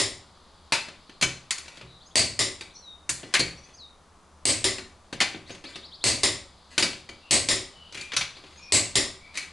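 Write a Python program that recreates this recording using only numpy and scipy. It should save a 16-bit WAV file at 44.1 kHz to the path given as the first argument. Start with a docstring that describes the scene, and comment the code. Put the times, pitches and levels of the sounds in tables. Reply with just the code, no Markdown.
"""In a bare garage, close to the wheel, a click-type torque wrench checks five wheel nuts in turn.
The socket knocks, the ratchet ticks, the wrench snaps loudly under load and clicks back as it is eased.
Each blow is a noise burst through steel resonances, with wheel modes and a diffuse garage echo behind it.
Handling scrapes and rattles, the tyre thuds, gliding tones whistle outside; shaped noise is far birds and air.
Two close microphone ports pick it up, and a limiter flattens the loudest snaps."""
import sys
import numpy as np
from scipy import signal
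from scipy.fft import rfft, irfft
from scipy.io import wavfile
from scipy.ndimage import uniform_filter1d, minimum_filter1d

SR = 44100
rng = np.random.default_rng(int(sys.argv[2]) if len(sys.argv) > 2 else 0)


def int16_out(signal):
    """Quantize to a 16-bit WAV file."""
    q = np.round(np.clip(np.atleast_2d(signal).T, -1, 1) * 32767)
    wavfile.write(sys.argv[1], SR, q.astype(np.int16))


N = 419832
RING = 32768  # samples in one struck sound or bird note
AGE = np.arange(RING) / SR  # seconds since its onset
FREQS = np.maximum(np.fft.rfftfreq(RING, 1 / SR), 1)

# the wrench breaks over at its set torque: start_s, level_db, ring_hz (strongest), lift_db
SNAPS = [(2.156, -4, 4600, 8.5), (4.454, -4, 8150, 5.5), (6.040, -2.5, 4660, 3), (7.309, -2.5, 8050, 4.5),
         (8.722, -3, 7600, 9)]
# the hinge drops back as the pull is eased: start_s, level_db
RETURNS = [(-.012, -10.5), (2.391, -10.5), (4.642, -11), (6.233, -9), (7.487, -8.5), (8.955, -8.5)]
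# the socket meets or leaves a nut: start_s, level_db, bass_db, treble_db, ring_hz, lift_db (of that ring)
KNOCKS = [(.722, -10.5, -5.5, 0, 912, 12.5), (1.212, -25, 3, 5, 6300, 0), (1.224, -14.5, -1, 1, 2300, 2.5),
          (1.233, -24.5, 1.5, 0.5, 6370, 17), (1.507, -22, -13.5, 7.5, 4560, 1.5),
          (3.092, -25.5, 0, 15.5, 1800, 8.5), (3.339, -13, -8, 2, 1580, 8), (3.351, -14, -9, -24, 2150, 9),
          (3.394, -23.5, 11.5, 8.5, 4400, 1), (3.400, -23.5, 8.5, -0.5, 4440, 13),
          (5.127, -28.5, 10, -4.5, 800, 3), (5.203, -14.5, -6.5, -3.5, 2080, 8.5),
          (5.211, -13.5, -4.5, -2.5, 800, 11), (6.779, -11.5, -1.5, 2, 920, 5),
          (6.825, -14.5, 2.5, 2.5, 4940, 5.5), (8.119, -28, -8, -12, 2300, -1),
          (8.134, -27, -2.5, -10, 6230, 11), (8.165, -17, -15, 1, 5860, 10.5),
          (8.210, -20, -13, -7, 2410, 0), (9.373, -28.5, -16, 7, 2286, 13)]
# wrench resonances on the wheel, under load: centre_hz, width_hz, level_db
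LOADED = [(105.6, 40, 2.5), (267, 67, 4), (381, 120, 1), (610, 147, 1.5), (1080, 160, -6.5),
          (2120, 350, -1), (2690, 690, -2), (3640, 340, -8), (4430, 820, 2.5), (4960, 280, -8.5),
          (5580, 640, -6), (6550, 510, -2), (8100, 900, -1), (9300, 480, -8), (10400, 440, -9)]
# wrench resonances on the wheel, slack: centre_hz, width_hz, level_db
SLACK = [(97, 103, -9), (280, 36, -2.5), (382, 31, 3.5), (583, 180, -4.5), (1112, 240, -8), (1982, 210, 1),
         (2550, 490, -7), (3420, 640, -6), (3800, 550, -0.5), (4780, 640, -3), (5235, 590, 1.5),
         (6820, 600, -3), (7390, 350, 1), (8950, 550, -0.5), (10370, 290, -6)]
# harder knocks chatter longer: t60 at the usual level, and dB of length per dB of level
CHATTER_T60_S, USUAL_KNOCK_DB, CHATTER_GROWTH = 0.087, -18.5, 0.13


def wrench():
    """Snaps ring the loaded wrench, return clicks the slack one, and knocks the socket."""
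    out = np.zeros((2, N))
    loaded, slack, socket = body(LOADED), body(SLACK), socket_gain()
    for start_s, db, hz, lift_db in SNAPS:
        gain = loaded * lift(hz, lift_db, share=0.038)
        add(out, *blow(start_s, db, gain, bass_db=-3, treble_db=3,
                       crack_t60=0.016, room_db=-11, wheel_db=-23))
    for start_s, db in RETURNS:
        add(out, *blow(start_s, db, slack, bass_db=1.5, treble_db=-1.44,
                       crack_t60=0.047, room_db=-7, wheel_db=-22))
    for start_s, db, bass_db, treble_db, hz, lift_db in KNOCKS:
        chatter_t60 = CHATTER_T60_S * undb(CHATTER_GROWTH * (db - USUAL_KNOCK_DB))
        gain = socket * spot(ripple_db=2.0) * lift(hz, lift_db, share=0.075)
        add(out, *blow(start_s, db, gain, bass_db, treble_db, chatter_t60, room_db=-11, wheel_db=-25))
    return out


# the wheel rings on faintly after every blow: mode_hz, level_db, t60_s
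WHEEL = [(108.2, -3.5, .42), (232.5, -8.5, 0.42), (312, -2, 0.34), (372.5, -0.5, 0.34), (392.4, -5, .3),
         (558.5, -6, 0.46), (843, -7, 0.2), (1017, -6, 0.18), (1560, -14, 0.47), (2020, -6, .35),
         (2258, -13, 0.6), (4199, -2, .22), (4870, -9, 0.32)]


def blow(start_s, db, gain, bass_db, treble_db, crack_t60, room_db, wheel_db):
    """Steel chatters briefly on steel, rings the parts and the wheel, and fills the garage."""
    tone = undb(along(FREQS, [(350, bass_db), (1200, 0), (3500, 0), (8000, treble_db)]))
    envelope = fade(crack_t60) * (1 - np.exp(-AGE / 0.00032))
    chatter = rfft(rng.standard_normal((2, RING)) * envelope)
    contact = chatter * np.array([[1], [0.6]]) + undb(room_db) * garage()
    mid, side = contact * causal(gain * tone)
    ring = np.zeros(RING)
    for hz, mode_db, t60 in WHEEL:
        phase = rng.uniform(0, 2 * np.pi)
        ring += undb(mode_db) * fade(t60) * np.sin(2 * np.pi * hz * AGE + phase)
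    ring *= 1 - np.exp(-AGE / 0.011)  # the ring's onset is rounded over about 11 ms
    mid = mid + undb(wheel_db) * tone * rfft(ring)
    return start_s, undb(db) * irfft(ports(mid, side, FREQS))


# broad resonances of the socket: centre_hz, width_hz, level_db
SOCKET = [(166, 60, -3), (298, 178, 2), (590, 190, -1), (740, 100, -3.5), (1080, 430, -3.5), (1590, 500, 1),
          (2030, 280, 1.5), (2460, 210, 3.5), (2830, 700, 3), (3610, 600, 2.5), (4230, 870, -1.5),
          (4620, 400, 3), (5170, 570, -4), (6400, 1420, -2.5), (7500, 3260, -7), (9650, 1500, -11.5)]
# narrow peaks and dips of the rim and the socket: centre_hz, lift_db (negative cuts)
RIM = [(554, 4.5), (1020, 4.5), (1560, 4.5), (1790, 5), (2050, 3.5), (2280, 10), (2650, 5), (3700, -3),
       (3908, -1), (4190, 9.5), (4510, 0), (4823, -5), (5136, -0.5), (6643, -13), (6950, 5)]


def socket_gain():
    """The socket's broad resonances with narrow peaks and dips of the rim and the socket on top."""
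    bands = [lift(hz, db, share=0.0053) for hz, db in RIM]
    return unit(body(SOCKET) * np.prod(bands, axis=0))


def body(resonances):
    """Gain of overlapping resonances with steep skirts, rms 1."""
    power = np.zeros(len(FREQS))
    for hz, width, db in resonances:
        offset = (FREQS - hz) / (0.88 * width)
        power += undb(db) ** 2 / (1 + offset ** 2) ** 2
    return unit(np.sqrt(power))


def lift(hz, db, share):
    """Raise or lower a narrow band whose half-width is a share of its pitch."""
    return undb(db / (1 + ((FREQS - hz) / (share * hz)) ** 2))


def spot(ripple_db=3.0):
    """Each point of contact favours its own mix of the closely packed modes."""
    ripple = rng.standard_normal(len(FREQS))
    for _ in range(2):
        ripple = uniform_filter1d(ripple, size=80)
    return undb(ripple_db * unit(ripple))


# the clearest ticks of the pawl and the loose socket: start_s, level_db (relative), brightness_db
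TICKS = [(.884, -26.5, -6.5), (1.094, -32.5, -7.5), (1.581, -25.5, 7.5), (1.68, -28, -2),
         (1.772, -29.5, -6), (1.811, -29, -10.5), (2.609, -21.5, -1), (3.231, -26.5, -14),
         (4.783, -20.5, -4), (5.345, -27, -17.5), (5.503, -26, -9.5), (5.548, -29.5, -5), (5.64, -27, -10),
         (5.757, -22.5, -5), (6.93, -24.5, -6.5), (7.09, -23, -6.5), (7.924, -28.5, -0.5), (7.945, -25, 2),
         (7.973, -23.5, 0), (8.011, -23.5, 3.5), (8.368, -32.5, -9), (8.438, -33, -10), (9.427, -29.5, 3)]
# the hand moves the wrench, the socket scrapes and rattles: start_s, length_s, level_db
MOVES = [(1.559, 0.22, -54.5), (3.176, 0.23, -55.5), (3.58, 0.17, -61), (5.45, .08, -51),
         (5.641, 0.11, -51), (6.695, 0.061, -49.5), (7.924, 0.1535, -47.5), (8.331, 0.31, -60.5),
         (9.333, 0.058, -37)]
RATTLES_PER_S = 13
RATTLE_DB, RATTLE_SCATTER_DB = 19.5, 1  # tick level above that of the move, and its random spread


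def handling():
    """Single ticks, and a scrape with any small chance rattles whenever the wrench is moved."""
    out, socket = np.zeros((2, N)), socket_gain()
    for start_s, db, bright_db in TICKS:
        add(out, *tick(start_s, db, bright_db, socket))
    for start_s, length, db in MOVES:
        gain = socket * spot() * lift(1970, 6, share=0.12)
        add(out, start_s, undb(db) * scrape(length, gain))
        for slot in range(int(length * RATTLES_PER_S)):
            when = start_s + (slot + rng.random()) / RATTLES_PER_S
            rattle_db = db + RATTLE_DB + RATTLE_SCATTER_DB * rng.standard_normal()
            add(out, *tick(when, rattle_db, bright_db=-5, socket=socket))
    return out


def tick(start_s, db, bright_db, socket):
    """A light touch of steel; the brighter it is, the less bass it has."""
    gain = socket * spot() * undb(-10.5)  # weakens the contact and echo, not the wheel
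    return blow(start_s, db, gain, -bright_db, bright_db, crack_t60=0.061, room_db=-10.5, wheel_db=-32.0)


def scrape(length, gain, grain_db=4, room_db=-22):
    """Dense tiny slips of uneven size ring the socket and the garage."""
    swell = np.sin(np.pi * np.minimum(AGE / length, 1))
    happens = rng.random(RING) < 500 / SR  # about 500 slips per second
    slips = happens * undb(grain_db * rng.exponential(size=RING)) * swell
    mid, side = undb(room_db) * garage()
    sound = irfft(ports(1 + mid, side, FREQS) * rfft(slips) * causal(gain))
    return unit(sound) * np.sqrt(length * SR / RING)  # energy in step with length


# the tyre takes the weight of the wrench with a dull thud: start_s, level_db (relative)
THUDS = [(1.234, -33), (1.831, -45.5), (3.098, -43), (3.405, -35), (3.463, -38), (5.135, -44),
         (8.168, -42.5)]
THUD_HZ, THUD_T60_S = 128.6, 0.46


def thuds():
    """The tyre's low modes swell and die away, alike at both microphone ports."""
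    out = np.zeros((2, N))
    ring = np.zeros(RING)
    for ratio, mode_db in ((1, 1.5), (0.51, -7), (1.3, -4)):
        ring += undb(mode_db) * np.sin(2 * np.pi * THUD_HZ * ratio * AGE)
    ring *= fade(THUD_T60_S) * (1 - np.exp(-AGE / 0.0033))
    for start_s, db in THUDS:
        add(out, start_s, np.tile(undb(db) * ring, (2, 1)))
    return out


# garage decay: band_hz, t60_s
GARAGE = [(100, 0.75), (300, 0.41), (1000, 0.4), (2500, 0.4), (5000, 0.37), (8000, 0.36), (11000, 0.31)]


def garage():
    """Spectra (mid, side) of the diffuse echo from one spot, each band dying at its own rate."""
    noise = rfft(rng.standard_normal((2, RING)))
    centres = np.array(GARAGE)[:, 0]
    tail = np.zeros((2, RING))
    for share, (_, t60) in zip(np.eye(len(GARAGE)), GARAGE):
        band = along(FREQS, np.c_[centres, share])  # 1 at its own centre, 0 at the others
        tail += irfft(noise * band) * fade(t60)
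    return rfft(tail * (1 - np.exp(-AGE / 0.0041)))


# lone upward sweeps, most cut short: start_s, share (of the full length), level_db
SWEEPS = [(1.895, 0.51, -59), (2, 0.82, -51), (2.105, .45, -54), (2.695, 0.65, -52), (5.45, 1, -50),
          (8.343, 0.92, -47.5)]
SWEEP_S, SWEEP_FROM_HZ, SWEEP_TO_HZ = 0.05, 2900, 5430
# the same sweep repeated in one even run
RUN_START_S, RUN_PERIOD_S, RUN_DB = 5.64, 0.091, -41.5
# short rising chips in two voices: start_s, top_hz (upper voice), level_db
CHIPS = [(2.054, 7000, -51), (2.751, 6070, -44), (3.568, 6220, -50.5), (3.63, 6520, -50),
         (3.733, 6750, -49.5), (5.503, 6940, -45.5), (8.568, 7100, -49.5)]
CHIP_S, CHIP_RISE, LOW_VOICE_RATIO, LOW_VOICE_DB = 0.0312, 0.15, 0.77, -4.5
# clear falling slurs that settle on one pitch: start_s, length_s, pitch_hz (start), level_db
SLURS = [(2.802, .2, 4650, -45), (3.761, .125, 7100, -45)]
SLUR_END_HZ, SLUR_SETTLING = 3680, 5.5  # settling: time constants within a slur
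# hoarse gliding calls, short and long, most of them faint:
# start_s, length_s, pitch_hz (start), pitch_hz (end), level_db
CALLS = [(1.846, 0.14, 3930, 3900, -57), (2.735, .057, 6000, 5750, -51), (7.2, .16, 2680, 2850, -56),
         (7.69, 0.3, 3090, 2835, -55), (7.921, 0.16, 2407, 2387, -44.5), (8.561, 0.203, 2385, 2486, -52),
         (8.61, 0.048, 5520, 5450, -49.5), (9.185, 0.15, 2200, 2335, -53)]


def birds(count=5):
    """Sweeps, alone and in a run of count notes, two-voiced chips, falling slurs and hoarse calls."""
    out = np.zeros((2, N))
    run = [(RUN_START_S + k * RUN_PERIOD_S, 1, RUN_DB) for k in range(count)]
    sweep = glide(SWEEP_S, SWEEP_FROM_HZ, SWEEP_TO_HZ)
    for start_s, share, db in SWEEPS + run:
        add(out, start_s, undb(db) * whistle(share * SWEEP_S, sweep, hoarse=0.016, echo_db=-3))
    for start_s, top_hz, db in CHIPS:
        hz = glide(CHIP_S, top_hz * (1 - CHIP_RISE), top_hz)
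        for ratio, voice_db in ((1, 0), (LOW_VOICE_RATIO, LOW_VOICE_DB)):
            note = whistle(CHIP_S, ratio * hz, hoarse=0.008, echo_db=-4)
            add(out, start_s, undb(db + voice_db) * note)
    for start_s, length, start_hz, db in SLURS:
        hz = SLUR_END_HZ + (start_hz - SLUR_END_HZ) * np.exp(-SLUR_SETTLING * AGE / length)
        add(out, start_s, undb(db) * whistle(length, hz, hoarse=0.007, echo_db=-4))
    for start_s, length, start_hz, end_hz, db in CALLS:
        hz = glide(length, start_hz, end_hz)
        add(out, start_s, undb(db) * whistle(length, hz, hoarse=0.037, echo_db=3.5))
    return out


def glide(length, start_hz, end_hz):
    """Pitch that moves evenly through a note."""
    return np.interp(AGE, [0, length], [start_hz, end_hz])


def whistle(length, hz, hoarse, echo_db):
    """One note on a randomly wobbling pitch curve, with the garage's echo behind it."""
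    wobble = 1 + hoarse * unit(uniform_filter1d(rng.standard_normal(RING), size=60))
    swell = np.sin(np.pi * np.minimum(AGE / length, 1))
    note = swell * np.sin(2 * np.pi * np.cumsum(hz * wobble) / SR)
    echo = garage()
    mid, side = undb(echo_db) * echo / echo.std()
    return irfft(rfft(note) * ports(1 + mid, side, FREQS))


# level of the far-off bird chorus: time_s, level_db
CHORUS = [(0, -61), (.55, -62.5), (1.05, -60), (2, -65.5), (3, -71), (3.7, -72), (4.5, -71), (7, -59.5),
          (8.5, -59), (9.5, -60)]


def chorus():
    """Distant birds blurred into one band of noise that rises and falls."""
    band = air([(2500, -21.0), (3400, -5.5), (4100, -6.0), (4900, -5.5), (6200, -40)])
    return band * undb(np.interp(np.arange(N) / SR, *np.transpose(CHORUS)))


# spectrum of still air and distant outdoor hush: pitch_hz, level_db (per Hz, relative)
HUSH = [(25, 2.5), (50, -7), (76, 10.5), (110, -14.5), (166, -1), (240, -7), (450, -8), (720, -7),
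        (1170, -5.5), (1600, -15), (2700, -20.5), (4300, -25), (6000, -21), (11000, -28)]
HUSH_DB, DRIFT_DB, DRIFT_PER_S = -55.5, 0.35, 1.29  # level, random drift and its steps per second


def hush():
    """Quiet outdoor air, noise whose level drifts a little."""
    steps = rng.standard_normal(size=64)
    drift = np.interp(np.arange(N) / SR * DRIFT_PER_S, np.arange(len(steps)), steps)
    return air(HUSH) * undb(HUSH_DB + DRIFT_DB * drift)


def air(spectrum):
    """Steady stereo noise with this spectrum, rms 1."""
    hz = np.fft.rfftfreq(N, 1 / SR)
    mid, side = rfft(rng.standard_normal((2, N))) * undb(along(hz, spectrum))
    return unit(irfft(ports(mid, side, hz), N))


def ports(mid, side, hz):
    """Two close microphone ports: alike in the bass, apart in the treble."""
    side_db = [(30, -32.0), (100, -12.0), (1000, -13.5), (2500, -17.0), (5000, -14), (8500, -5.5)]
    lean_db = [(500, 0.078), (1200, 0.6), (2500, 1.56), (7000, 0.25)]  # towards the first port
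    side = side * undb(along(hz, side_db))
    lean = undb(along(hz, lean_db))
    return np.array([(mid + side) * lean, (mid - side) / lean])


def undb(db):
    """Decibels to gain."""
    return 10 ** (np.asarray(db) / 20)


def unit(x):
    """Scale to rms 1."""
    return x / np.sqrt(np.mean(x ** 2))


def along(hz, points):
    """Read (Hz, value) points on a log-frequency axis."""
    f, value = np.transpose(points)
    return np.interp(np.log(np.maximum(hz, 1)), np.log(f), value)


def fade(t60):
    """Exponential decay by 60 dB in t60 seconds."""
    return np.exp(-np.log(1000) * AGE / t60)


def causal(gain):
    """Minimum-phase response with this gain: sharp attack, then ring."""
    cepstrum = irfft(np.log(gain + 1e-6))
    cepstrum[1:RING // 2] *= 2  # fold the time before the attack onto the time after it
    cepstrum[RING // 2 + 1:] = 0
    return np.exp(rfft(cepstrum))


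def add(out, start_s, x):
    """Mix a stereo sound in at start_s, trimmed to the scene."""
    start = int(start_s * SR)
    a, b = max(start, 0), min(start + x.shape[1], N)
    out[:, a:b] += x[:, a - start:b - start]


def scene():
    """The wrench and its handling, the tyre, the birds and the air."""
    return wrench() + handling() + thuds() + birds() + chorus() + hush()


TOP_HZ = 11100  # upper edge of the sound


def record(dry, ceiling_db=-7, recovery_db_per_s=240):
    """A limiter ducks quickly around each peak and recovers steadily; the top is cut."""
    level_db = 20 * np.log10(np.abs(dry).max(axis=0) + 1e-9)
    over = np.maximum(level_db - ceiling_db, 0)
    ramp = recovery_db_per_s * np.arange(N) / SR
    duck = np.maximum.accumulate(over + ramp) - ramp  # jumps up, slides back
    gain_db = uniform_filter1d(minimum_filter1d(-duck, size=45), size=45)  # rounds it over about 1 ms
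    low_pass = signal.ellip(10, 0.2, 70, TOP_HZ, fs=SR, output="sos")
    return signal.sosfilt(low_pass, dry * undb(gain_db))


dry = scene()
out = record(dry)
int16_out(out)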